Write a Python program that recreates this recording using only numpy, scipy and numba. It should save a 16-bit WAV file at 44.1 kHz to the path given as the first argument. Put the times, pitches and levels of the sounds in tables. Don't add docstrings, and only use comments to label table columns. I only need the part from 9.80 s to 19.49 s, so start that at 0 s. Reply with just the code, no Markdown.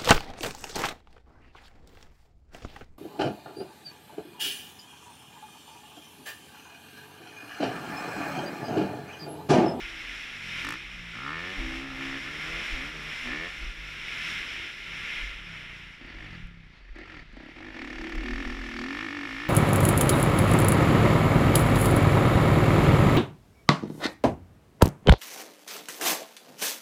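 import sys
import numpy as np
from scipy import signal
from scipy.fft import rfft, irfft, next_fast_len
from scipy.io import wavfile
from scipy.ndimage import uniform_filter1d
from numba import njit

SR = 44100
rng = np.random.default_rng(int(sys.argv[2]) if len(sys.argv) > 2 else 0)


def master_out(mix):
    frames = np.transpose(np.atleast_2d(mix))
    ceiling = np.clip(frames, -1, 1)
    pcm = np.round(ceiling * 32767).astype(np.int16)
    wavfile.write(sys.argv[1], SR, pcm)


def gain_from_db(level_db):
    decades = np.asarray(level_db, float) / 20
    return 10 ** decades


N = 427329
MIDDLE_HZ, FULL_DB = 50, -45


def columns(table):
    s, *rest = np.transpose(table)
    return [np.interp(np.arange(N) / SR, s, c) for c in rest]


def band_level(x, lo_hz, hi_hz):
    size = next_fast_len(N)
    hz = np.fft.rfftfreq(size, 1 / SR)
    power = 2 * np.sum(np.abs(rfft(x, size)[(hz > lo_hz) & (hz < hi_hz)]) ** 2)
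    return x * np.sqrt(size * N / power)


def butter(x, order, hz, kind="low"):
    return signal.sosfilt(signal.butter(order, hz, kind, fs=SR, output="sos"), x)


def ring(x, modes):
    out = 0
    for k, (hz, width_hz, db) in enumerate(modes):
        b, a = signal.iirpeak(hz, hz / width_hz, SR)
        out = out + (-1) ** k * gain_from_db(db) * signal.lfilter(b, a, x)
    return out


def colour(x, spectrum, rings=()):
    size = next_fast_len(N)
    hz = np.fft.rfftfreq(size, 1 / SR) + 1
    points = np.array(spectrum)
    db = np.interp(np.log(hz), np.log(points[:, 0]), points[:, 1])
    db = db + sum(up / (1 + (2 * (hz - f) / width_hz) ** 2) for f, width_hz, up in rings)
    return irfft(rfft(x, size) * gain_from_db(db), size)[:N]


def clicks(seconds, sizes):
    place = np.clip(np.asarray(seconds) * SR, 0, N - 2)
    whole = place.astype(int)
    part = place - whole
    return np.bincount(whole, sizes * (1 - part), N) + np.bincount(whole + 1, sizes * part, N)


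def walk(rate):
    k = int(SR / rate)
    held = np.repeat(rng.standard_normal(N // k + 1), k)
    return 1.3 * uniform_filter1d(uniform_filter1d(held, k), k)[:N]


# peak in s, swell in dB, rise in s, fall in s.
GUSTS = [(0, -0.5, .1, .3), (0.799, 4.5, 0.19, 0.11), (1.8, 4, 0.28, 0.26), (1.96, 2, 0.077, 0.067),
         (2.24, 2.5, 0.16, 0.18), (2.621, -1, 0.2, .15), (2.86, 5.5, 0.38, 0.17), (3.03, 0.5, .1, 0.15),
         (3.2, -2, .1, .12), (3.45, 5.5, 0.32, 0.16), (3.95, -2.5, .1, 0.13), (4.15, 0.5, 0.094, 0.23),
         (4.5, 9.5, 0.34, 0.46), (5.0, 2, 0.15, 0.12), (5.4, 7, 0.37, 0.23), (6.45, 7, 0.2, 0.35),
         (7.3, 10.5, 0.11, 0.16), (8.6, 5, 0.22, 0.21)]
# time in s, headwind in dB.
HEADWIND = [(0, -41.5), (1, -44.5), (1.9, -43), (2.06, -45.5), (2.5, -42.5), (3.95, -44), (4.8, -44.5),
            (5.35, -45.5), (5.75, -47.5), (6.2, -54), (6.7, -59.5), (6.98, -66), (7.5, -64), (8, -53.5),
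            (9.69, -46.5)]
# time in s, level in dB.
BUFFET = [(0, -47), (4.2, -43), (4.9, -45), (5.6, -44.5), (8.8, -40.5), (9.3, -51), (9.69, -45)]
# time in s, thump peak in dB, helmet shake in dB.
BUMPS = [(0.0, -58, -32), (.77, -65, -38), (1.797, -33, -21), (2.273, -38, -38), (2.682, -48, -44),
         (2.919, -21.5, -32), (3.42, -60, -30), (3.79, -28, -21.5), (4.595, -37, -38), (5.39, -28, -24.5),
         (6.211, -48, -35), (6.631, -27, -42), (7.097, -28, -44), (8.175, -31, -36), (8.359, -21, -16.5),
         (8.522, -23, -25), (8.674, -25, -25.5), (8.96, -62, -35)]


def air():
    time = np.arange(N)[:, None] / SR
    s, swell_db, rise_s, fall_s = np.transpose(GUSTS)
    away = np.where(time < s, (s - time) / rise_s, (time - s) / fall_s)
    hiss_db = columns(HEADWIND)[0] + np.clip(1 - away, 0, 1) @ swell_db
    s, _, shake_db = np.transpose(BUMPS)
    shake_rise_s, shake_db_per_s = 0.06, 100
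    rocking = np.clip((time - s) / shake_rise_s + 0.5, 0, 1) * gain_from_db(-shake_db_per_s * np.maximum(time - s, 0))
    buffet_db = 20 * np.log10(gain_from_db(columns(BUFFET)[0]) + rocking @ gain_from_db(shake_db))
    treble_db = 2 + 0.086 * (hiss_db - FULL_DB)
    return hiss_db, buffet_db, treble_db


# time in s, dB above 5 kHz, dB under 1.5 kHz.
HEAD_TURN = [(0, 0.5, -1), (.7, 1.5, -0.5), (1.4, 0, -1), (2.6, 2, 2), (3.0, 0.5, -0.5), (3.25, 3, 2.5),
             (3.5, 0, 0), (3.75, 3.5, 1.5), (4.0, 1.5, 0), (4.8, -1.5, -3), (5.1, 0, -1), (5.5, -2.5, -2),
             (5.6, -1.5, 0.5), (6.2, -1, -0.5), (6.7, -1.5, 3), (7.8, 0.5, 3.5), (9.0, 3, 2)]
# Hz, dB per Hz.
PORT_SPECTRUM = [(35, -24), (60, -2), (76, -12), (167, -10.5), (259, -11), (756, -18), (1870, -6.5),
                 (2100, -3), (2470, -0.5), (3580, -7.5), (4320, -18), (5450, -12.5), (6410, -29),
                 (12600, -39.5), (15500, -52)]
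# Hz, width in Hz, dB.
PORT_RINGS = [(1402, 124, 7), (1710, 200, 5.5), (2090, 275, 6), (4940, 1000, -7), (5230, 100, 6),
              (7000, 125, 7)]
# Hz, width in Hz, dB.
MOUNT = [(47, 4.7, -3.5), (27.5, 15, -11.5)]


def wind():
    hiss_db, buffet_db, treble_db = air()
    whistle_db, body_db = columns(HEAD_TURN)
    flutter, fine = walk(8.1), walk(19)
    hiss = 0
    for hz in 90 * 2 ** np.arange(0, 7.5, 1.0):
        band = butter(rng.standard_normal(N), 2, [hz / np.sqrt(2), hz * np.sqrt(2)], "band")
        band_db = 1.35 * flutter + 0.5 * walk(25)
        if hz > 5000:
            band_db = band_db + treble_db + whistle_db + 0.5 * fine
        if hz < 1500:
            band_db = band_db + body_db
        hiss = hiss + band * gain_from_db(band_db)
    hiss = band_level(colour(hiss, PORT_SPECTRUM, PORT_RINGS), 2400, 4000)
    eddies = ring(rng.standard_normal(N) * gain_from_db(2.0 * walk(9.2)), MOUNT)
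    eddies = band_level(butter(eddies, 4, 58), 12, 70)
    return gain_from_db(hiss_db - 0.5) * hiss + gain_from_db(buffet_db - 9.0) * eddies


# Hz, dB per Hz.
ROLL_SPECTRUM = [(150, -8), (500, -3), (1000, -3), (2000, -2), (4200, -2), (6000, -17), (12000, -43)]


def rolling():
    rustle = band_level(colour(rng.standard_normal(N), ROLL_SPECTRUM), 300, 6000)
    return gain_from_db(-67.5 + 3.5 * walk(12)) * rustle


def bumps():
    s, peak_db, _ = np.transpose(BUMPS)
    push = np.hanning(int(0.0295 * SR))
    pushed = signal.fftconvolve(clicks(s, -gain_from_db(peak_db)), push)[:N]
    return gain_from_db(2.0) * ring(pushed, [(49.6, 20, 0)]) + gain_from_db(-9.0) * ring(pushed, [(24.1, 22, 0)])


# start in s, firing rate in Hz, climb in s, peak rate in Hz,
# bend of the fall (1 even, under 1 early).
SURGES = [(-0.1, 66.5, 0.12, 68.4, 0.96), (.778, 41.24, 0.23, 65.4, 0.98), (1.3, 55.1, 0.47, 97.3, 1.5),
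          (1.81, 63.5, 0.26, 67.7, 1.06), (2.14, 65.64, 0.068, 67.65, 1.11), (2.3, 67.1, 0.094, 68.1, 1.1),
          (2.44, 66, .09, 74.96, 1.03), (2.6, 76.48, 0.27, 88.2, 1.3), (2.979, 65.33, 0.15, 78.7, 0.95),
          (3.231, 74.34, 0.077, 76.1, 1), (3.47, 63.04, 0.22, 89.7, 1.3), (3.82, 56.06, 0.082, 55.65, 0.84),
          (4.462, 39.74, 0.25, 50.2, 1.05), (4.98, 36.4, .012, 36.2, .75), (5.33, 28.32, 0.11, 44.06, 1.2),
          (5.76, 30.7, .012, 30.54, .7), (6.22, 27.5, 0.195, 51.9, 0.96), (6.69, 35.3, .012, 35.2, .95),
          (7.09, 25.2, 0.18, 49.2, 0.91), (7.53, 25.1, 0.076, 36.8, 1.1), (7.642, 34.94, 0.26, 52.7, 0.75),
          (8.05, 35.37, 0.074, 36.53, 1.2), (8.2, 34.5, 0.091, 38.4, 1.17), (8.349, 33.5, 0.12, 41.2, 1.1),
          (8.54, 41.5, 0.062, 47, 1.17), (8.68, 40.5, 0.082, 47, 0.77), (8.83, 39.7, 0.092, 39.5, 1.06),
          (9.0, 39.43, 0.26, 55.4, 1.2), (9.295, 46.9, 0.061, 49.2, 0.83), (9.415, 46.6, 0.086, 54.8, 0.74),
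          (9.56, 53.4, 0.16, 65.5, 0.65)]


def firing_rate():
    s, low_hz, climb_s, peak_hz, fall_bend = np.transpose(SURGES)
    climb_bend, ease = 0.93, 0.6
    knots, hz = np.ravel([s, s + climb_s], "F"), np.ravel([low_hz, peak_hz], "F")
    place = np.interp(np.arange(N) / SR, knots, np.arange(len(knots)) - 1e-9)
    k = place.astype(int)
    way = (place - k) ** np.ravel([climb_bend + 0 * s, fall_bend], "F")[k]
    way = ease * way ** 2 * (3 - 2 * way) + (1 - ease) * way
    return hz[k] + (hz[k + 1] - hz[k]) * way


BEATS = [0.847, .887, .922, 1.37, 1.387, 1.419, 1.463, 1.505, 1.542, 3.487, 3.531, 3.584, 3.633, 6.21,
         6.245, 6.342, 6.442, 6.505, 6.598, 6.682, 7.157, 7.186, 7.528, 7.568, 7.603, 7.66, 7.965, 8.045,
         8.128, 8.183, 8.24, 8.295, 8.349, 8.406, 8.458, 8.507, 8.558, 8.6, 8.65, 8.699, 8.746, 8.813,
         8.888, 8.989, 9.038, 9.105, 9.169, 9.208, 9.244, 9.285, 9.347, 9.41, 9.471, 9.527, 9.582, 9.667]


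def engine_cycles(hz):
    time = np.arange(N) / SR
    cycles = np.cumsum(hz) / SR
    phase = np.unwrap(np.interp(BEATS, time, cycles) % 1, period=1)
    return cycles - uniform_filter1d(np.interp(time, BEATS, phase), size=SR // 25)


# start in s, held in s, silencer boom in dB, outlet crack in dB, low ring in dB.
THROTTLE = [(0.821, 0.085, -45, -34, 2.5), (1.336, 0.16, -54.5, -41, 8.5), (1.435, 0.094, -54, -35, 6.5),
            (1.525, 0.057, -65, -37.5, 0.5), (1.601, 0.13, -64, -44, -1.5), (1.765, 0.3, -45.5, -47, 0.5),
            (2.08, 0.076, -50, -48, 10), (2.17, 0.19, -45.5, -45.5, -0.5), (2.42, 0.072, -57, -50.5, -4),
            (2.52, .07, -72, -56, 0), (2.63, 0.17, -56, -48, 2), (2.92, 0.14, -47.5, -46, 1.5),
            (3.12, 0.18, -69, -51, 3.5), (3.44, .05, -41.5, -43, 0), (3.485, 0.075, -42, -41, -4),
            (3.555, 0.095, -55, -45, -6.5), (3.78, 0.057, -59, -58, -2), (4.69, 0.15, -58, -60.5, -5.5),
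            (6.195, 0.046, -54.5, -65.5, -9), (6.27, .1, -61, -61, -5), (6.37, 0.12, -59, -58.5, -9),
            (6.515, .02, -57, -70, -4), (7.139, 0.074, -50, -69, 4), (7.225, 0.15, -57.5, -56, 12),
            (7.519, 0.17, -54.5, -95, 5), (7.75, 0.15, -45.5, -53, -3), (7.93, 0.68, -39, -46.5, -3),
            (8.438, 0.29, -37.5, -42, -1.5), (8.739, 0.38, -40.5, -44, 0), (8.938, 0.24, -38, -40, -1),
            (9.2, 0.3, -40.5, -41, -1.5), (9.16, 0.095, -42.5, -38.5, -5), (9.48, .4, -45, -41, -1.5)]
# start in s, length in s, frame drone in dB.
BRAKING = [
    (0.375, 0.6, -53.5),
    (1.049, .3, -68),
    (3.895, 0.82, -54),
    (4.896, 0.39, -54),
    (5.5, 0.36, -56.5),
    (5.78, 0.36, -61),
    (6.398, 0.33, -56.5),
    (6.681, 0.37, -63.5),
    (7.238, 0.29, -52.5),
]


def throttle(hz):
    s, held_s, boom, crack, low = np.transpose(THROTTLE)
    open_s, shut_s, bite_s, reopen_s = 0.026, 0.07, 0.11, 0.12
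    time = np.arange(N)[:, None] / SR
    grip = np.clip(np.minimum((time - s) / open_s, 1 + (s + held_s - time) / shut_s), 0, 1)
    fresh = s - np.append(-1, (s + held_s)[:-1]) > reopen_s
    bite = grip * np.where(fresh, np.clip(0.5 + 0.5 * (time - s) / bite_s, 0, 1), 1)
    opened = np.minimum(grip.sum(axis=1), 1)
    shut = 1 - opened
    octaves = np.log2(hz / MIDDLE_HZ)

    overrun_boom, overrun_crack = gain_from_db(-63.5 + 9 * octaves), gain_from_db(-62.5 + 9 * octaves)
    boom_db = 20 * np.log10(np.max(grip * gain_from_db(boom), axis=1) + overrun_boom)
    crack_db = 20 * np.log10(np.max(bite * gain_from_db(crack), axis=1) + overrun_crack)
    push_db = crack_db - FULL_DB

    brake_s, length_s, brake_db = np.transpose(BRAKING)
    braking = np.sin(np.pi * np.clip((time - brake_s) / length_s, 0, 1)) @ gain_from_db(brake_db)
    drone_db = -65 + 4 * opened - octaves - 0.6 * np.maximum(boom_db - FULL_DB + 7, 0)
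    drone_db = 20 * np.log10(gain_from_db(drone_db) + braking) + 5 * walk(5)

    howl_db = -51.5 + 0.82 * (boom_db - FULL_DB) - 0.22 * push_db + 4.5 * octaves - 3 * shut
    gas_db = opened * (-6 - 1.15 * push_db - 10 * octaves) + shut * (-4 - 18 * octaves)
    sizzle_db = np.clip(0.5 + 0.17 * push_db - 20.5 * octaves, -12, 12)
    lag_ms = uniform_filter1d(np.clip(6.32 + 2.5 * (push_db + 7.5), 0.7, 6.32), size=SR // 8)
    low_knots_s = np.ravel([s + open_s, s + held_s - open_s], "F")
    low_db = np.interp(time[:, 0], low_knots_s, np.repeat(low, 2))
    return boom_db, drone_db, howl_db, crack_db, low_db, gas_db, sizzle_db, lag_ms, opened


@njit
def sweep(x, hz, width_hz):
    y, b, l = np.empty(len(x)), 0., 0.
    for i in range(len(x)):
        g, k = np.tan(np.pi * hz[i] / SR), width_hz[i] / hz[i]
        v = (b + g * (x[i] - l)) / (1 + g * (g + k))
        b, l, y[i] = 2 * v - b, l + 2 * g * v, k * v
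    return y


# time in s, harmonic of the firing rate.
HEADER = [(.7, 5), (.82, 6), (.96, 5), (1.3, 4), (1.71, 4), (1.75, 3), (1.78, 3), (1.82, 4), (3.72, 4),
          (3.8, 6), (6.2, 10), (6.4, 6), (7.1, 10), (7.3, 7), (7.6, 9), (7.86, 6), (8.05, 8), (8.2, 9),
          (8.4, 9), (8.45, 6), (9.42, 6), (9.5, 5)]
# time in s, harmonic of the firing rate, share in dB.
SECOND_MODE = [(8.12, 6, -32), (8.2, 6, -5), (8.38, 6, -4), (8.42, 9, -16), (8.46, 9, 1), (8.56, 9, -16),
               (8.8, 9, -4), (9.0, 9, -3.5), (9.1, 9, -14), (9.155, 9, -25), (9.165, 5, -14),
               (9.2, 5, -0.5), (9.27, 5, -2), (9.33, 5, -9), (9.45, 5, -9), (9.5, 4, -29), (9.69, 4, 1)]
# time in s, share against header in dB, upper chamber in dB.
CHAMBERS = [(1.3, -8, 6), (1.72, -8, -4), (1.8, 4, 10.5), (2.0, 7, 4.5), (2.12, -10, -6), (2.2, 0, 5.5),
            (2.9, 2, -5), (3.45, 5, 3.5), (6.2, 2, 6), (6.3, 0, 0), (7.1, 0, 1), (7.7, -2, 2),
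            (7.95, 12, 0), (8.15, 1, -2), (8.28, 2, 3), (8.6, 0, 0), (8.85, 9.5, 0.5), (9.0, 2, 4),
            (9.1, -7, 3), (9.22, 1, -10), (9.35, -16, 14), (9.5, -7, 3), (9.69, -4, 2)]
# Hz, width in Hz, dB.
SILENCER = [(253.5, 40, 2), (299, 34, -0.5)]
# Hz, width in Hz, dB.
UPPER_CHAMBER = [(325.3, 24, 2), (364.3, 22, -5)]


def silencer(blast, hz, gas_db, opened):
    width_hz = 19.4 + 4 * np.clip(gas_db - 6, 0, 12)
    boom = sweep(blast, columns(HEADER)[0] * hz, width_hz)
    second, second_db = columns(SECOND_MODE)
    late_blast = np.roll(blast, int(1.52 * SR / 1000))
    boom = boom + gain_from_db(second_db) * sweep(late_blast, np.round(second) * hz, 18 + 0 * hz)
    share, upper = (gain_from_db(db) for db in columns(CHAMBERS))
    chambers = ring(blast, SILENCER) + upper * ring(blast, UPPER_CHAMBER)
    boom = band_level(boom, 240, 292) + share * band_level(chambers, 150, 550)
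    boom = butter(boom / np.hypot(1, share), 4, [205, 410], "band")
    thump = band_level(butter(blast, 2, [220, 650], "band"), 200, 860)
    thump_db = -14 + 0.98 * np.clip(gas_db - 10, 0, 14)
    return band_level(boom, 210, 400) + opened * gain_from_db(thump_db) * thump


# Hz, width in Hz, dB.
FRAME = [(80, 35, -6), (167.8, 26, -2)]


def frame(turns):
    return band_level(ring(ring(turns, FRAME), [(123, 1700, 0)]), 80, 200)


# Hz, width in Hz, dB.
INTAKE = [(354, 294, 0.56), (612, 29, 1.3), (723, 140, -1.3)]


def intake(turns, gas_db):
    airy = gain_from_db(np.minimum(gas_db, 3))
    breath = airy * np.std(turns) * rng.standard_normal(N)
    howl = ring(ring((turns + breath) / np.hypot(1, airy), INTAKE), [(576, 270, 0)])
    return band_level(howl, 445, 749)


# Hz, delay in ms.
DISPERSAL = [(700, 0), (1300, 0.93), (1800, 1.46), (2200, 3.0), (2750, 4.5), (3600, 2.5), (5000, 1.2)]


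def disperse(x):
    size = next_fast_len(N)
    hz = np.fft.rfftfreq(size, 1 / SR)
    lead_ms = 1.399
    late_s = np.interp(hz, *np.transpose(DISPERSAL)) / 1000 - lead_ms / 1000
    return irfft(rfft(x, size) * np.exp(-2j * np.pi * np.cumsum(late_s) * SR / size), size)[:N]


# Hz, width in Hz, dB.
OUTLET_LOW = [(940, 158, -2.5), (1079, 99, 8), (1492, 150, 3)]
# Hz, width in Hz, dB.
OUTLET_HIGH = [(1746, 73, 9), (2140, 181, 6), (2550, 140, 4), (2830, 750, -7), (4720, 120, -15)]
# Hz, width in Hz, dB.
BARK = [(1381, 36, -2.5)]
# Hz, dB per Hz.
GAS_SPECTRUM = [(350, -5), (600, -13), (953, -10), (1140, -13.5), (1560, 5), (1780, 1), (1930, 1.5),
                (2190, -2.5), (3200, -13), (5440, -24.5), (13200, -72), (15500, -69)]


def outlet(firing, low_db, gas_db, sizzle_db):
    pipe_echo = 0.88 * np.roll(firing, int(0.001951 * SR))
    ground_echo = 0.46 * np.roll(firing, int(0.0052 * SR))
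    echoed = pipe_echo - firing + ground_echo
    late = np.roll(echoed, int(0.0004 * SR))
    crack = ring(echoed, OUTLET_LOW) + gain_from_db(1.8 * low_db) * ring(echoed, BARK)
    crack = band_level(crack - ring(late, OUTLET_HIGH) / gain_from_db(low_db), 1253, 1759)
    crack = butter(crack, 2, 5200)
    snap = band_level(butter(late, 2, [2400, 4000], "band"), 2000, 7900)
    crack = crack + gain_from_db(-16) * snap
    puff = signal.lfilter([1], [1, -np.exp(-1 / (0.0047 * SR))], np.abs(echoed))
    puff = puff + 0.03 * gain_from_db(1.5 * np.clip(gas_db, 0, 14))
    gas = colour(puff * rng.standard_normal(N), GAS_SPECTRUM, [(4590, 170, 10.0), (1535, 130, -22.5)])
    gas = band_level(gas, 820, 1640)
    sizzle = butter(gas, 2, 6500, "high")
    return disperse(crack + gain_from_db(gas_db) * gas + gain_from_db(sizzle_db) * sizzle) / np.hypot(1, gain_from_db(gas_db))


# multiple of the firing rate, dB.
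CRANK = [(3, -1), (4, -23), (5, 4.5), (6, 5), (7, -2.5), (8, -1.5)]


def crank(cycles, hz, opened, push_db):
    octaves = np.log2(hz / MIDDLE_HZ)
    turn_db = -60 + 12.5 * octaves - 11.5 * (1 - opened)
    turn = gain_from_db(turn_db) * np.sin(4 * np.pi * cycles)
    song = sum(gain_from_db(db) * np.sin(2 * np.pi * round(k) * cycles + k * k) for k, db in CRANK)
    song_db = -78 + 26 * np.minimum(octaves, 0.75) + 0.39 * push_db + 1.5 * walk(9)
    return np.sqrt(2) * (turn + opened * gain_from_db(song_db) * song)


# Hz, width in Hz, dB.
CASE_DIP = [(449, 57, -6.5)]


def engine():
    hz = firing_rate()
    boom_db, drone_db, howl_db, crack_db, low_db, gas_db, sizzle_db, lag_ms, opened = throttle(hz)
    time = np.arange(N) / SR
    cycles = engine_cycles(hz)
    count = np.arange(int(cycles[-1]) + 1)
    jitter, strength = np.clip(rng.standard_normal((len(count), 2)).T, -1.6, 1.6)

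    def strokes(at, scatter_db, late_s=0 * time):
        seconds = np.interp(count + at + 0.004 * jitter, cycles, time)
        seconds = seconds + np.interp(seconds, time, late_s)
        return clicks(seconds, gain_from_db(scatter_db * strength)) / np.sqrt(hz)

    firing = strokes(0, 0.9)
    blast = strokes(0, 1.2, lag_ms / 1000)
    idle_share = -0.27 + 0.19 * opened
    turns = strokes(0, 0.29) + idle_share * strokes(0.512, 0.74)

    low = gain_from_db(boom_db) * silencer(blast, hz, gas_db, opened)
    low = low + gain_from_db(drone_db) * frame(turns)
    low = low + gain_from_db(howl_db - 7.0) * intake(turns, gas_db)
    low = colour(low, [(20, 0), (20000, 0)], CASE_DIP)
    tones = crank(cycles, hz, opened, crack_db - FULL_DB)
    return low + tones + gain_from_db(crack_db - 3.0) * outlet(firing, low_db, gas_db, sizzle_db)


def bursts(table, low_hz, top_hz):
    s, peak_db = np.transpose(table)
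    decay = np.exp(-1 / (0.0024 * SR))
    burst = signal.lfilter([1], [1, -decay], clicks(s, gain_from_db(peak_db - 3.5))) * rng.standard_normal(N)
    return butter(butter(burst, 2, low_hz, "high"), 2, top_hz)


# time in s, peak in dB.
POPS = [
    (0.8485, -29.5),
    (0.8689, -34),
    (0.8893, -26),
    (0.906, -28),
    (0.9233, -30),
    (0.9374, -34),
]


def pops():
    return bursts(POPS, low_hz=2800, top_hz=8200)


# time in s, peak in dB.
GRIT = [
    (6.2636, -52),
    (6.6706, -50),
    (8.0445, -47),
    (8.1832, -62),
    (8.2391, -51),
    (8.294, -40),
    (8.3544, -40),
    (8.4392, -42),
    (8.514, -56),
    (9.04, -46),
]


def grit():
    s, peak_db = np.transpose(GRIT)
    tick = rng.standard_normal(256) * np.exp(-np.arange(256) / (0.0016 * SR))
    tick = butter(tick, 1, [3000, 11000], "band")
    return gain_from_db(-3) * signal.fftconvolve(clicks(s, gain_from_db(peak_db)), tick)[:N]


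# time in s, peak in dB.
RELIGHTS = [
    (7.1564, -47),
    (7.1864, -42),
    (7.5289, -50),
    (7.5684, -48),
    (7.603, -50),
    (7.632, -48),
    (7.66, -52),
]


def relights():
    return bursts(RELIGHTS, low_hz=700, top_hz=5100)


def scene():
    return (wind() + rolling() + bumps() + engine() + pops() + grit() + relights())[None]


def top_cut(x):
    return signal.sosfilt(signal.butter(12, 15740, fs=SR, output="sos"), x)


def record(dry):
    return top_cut(dry)


dry = scene()
out = record(dry)
master_out(out)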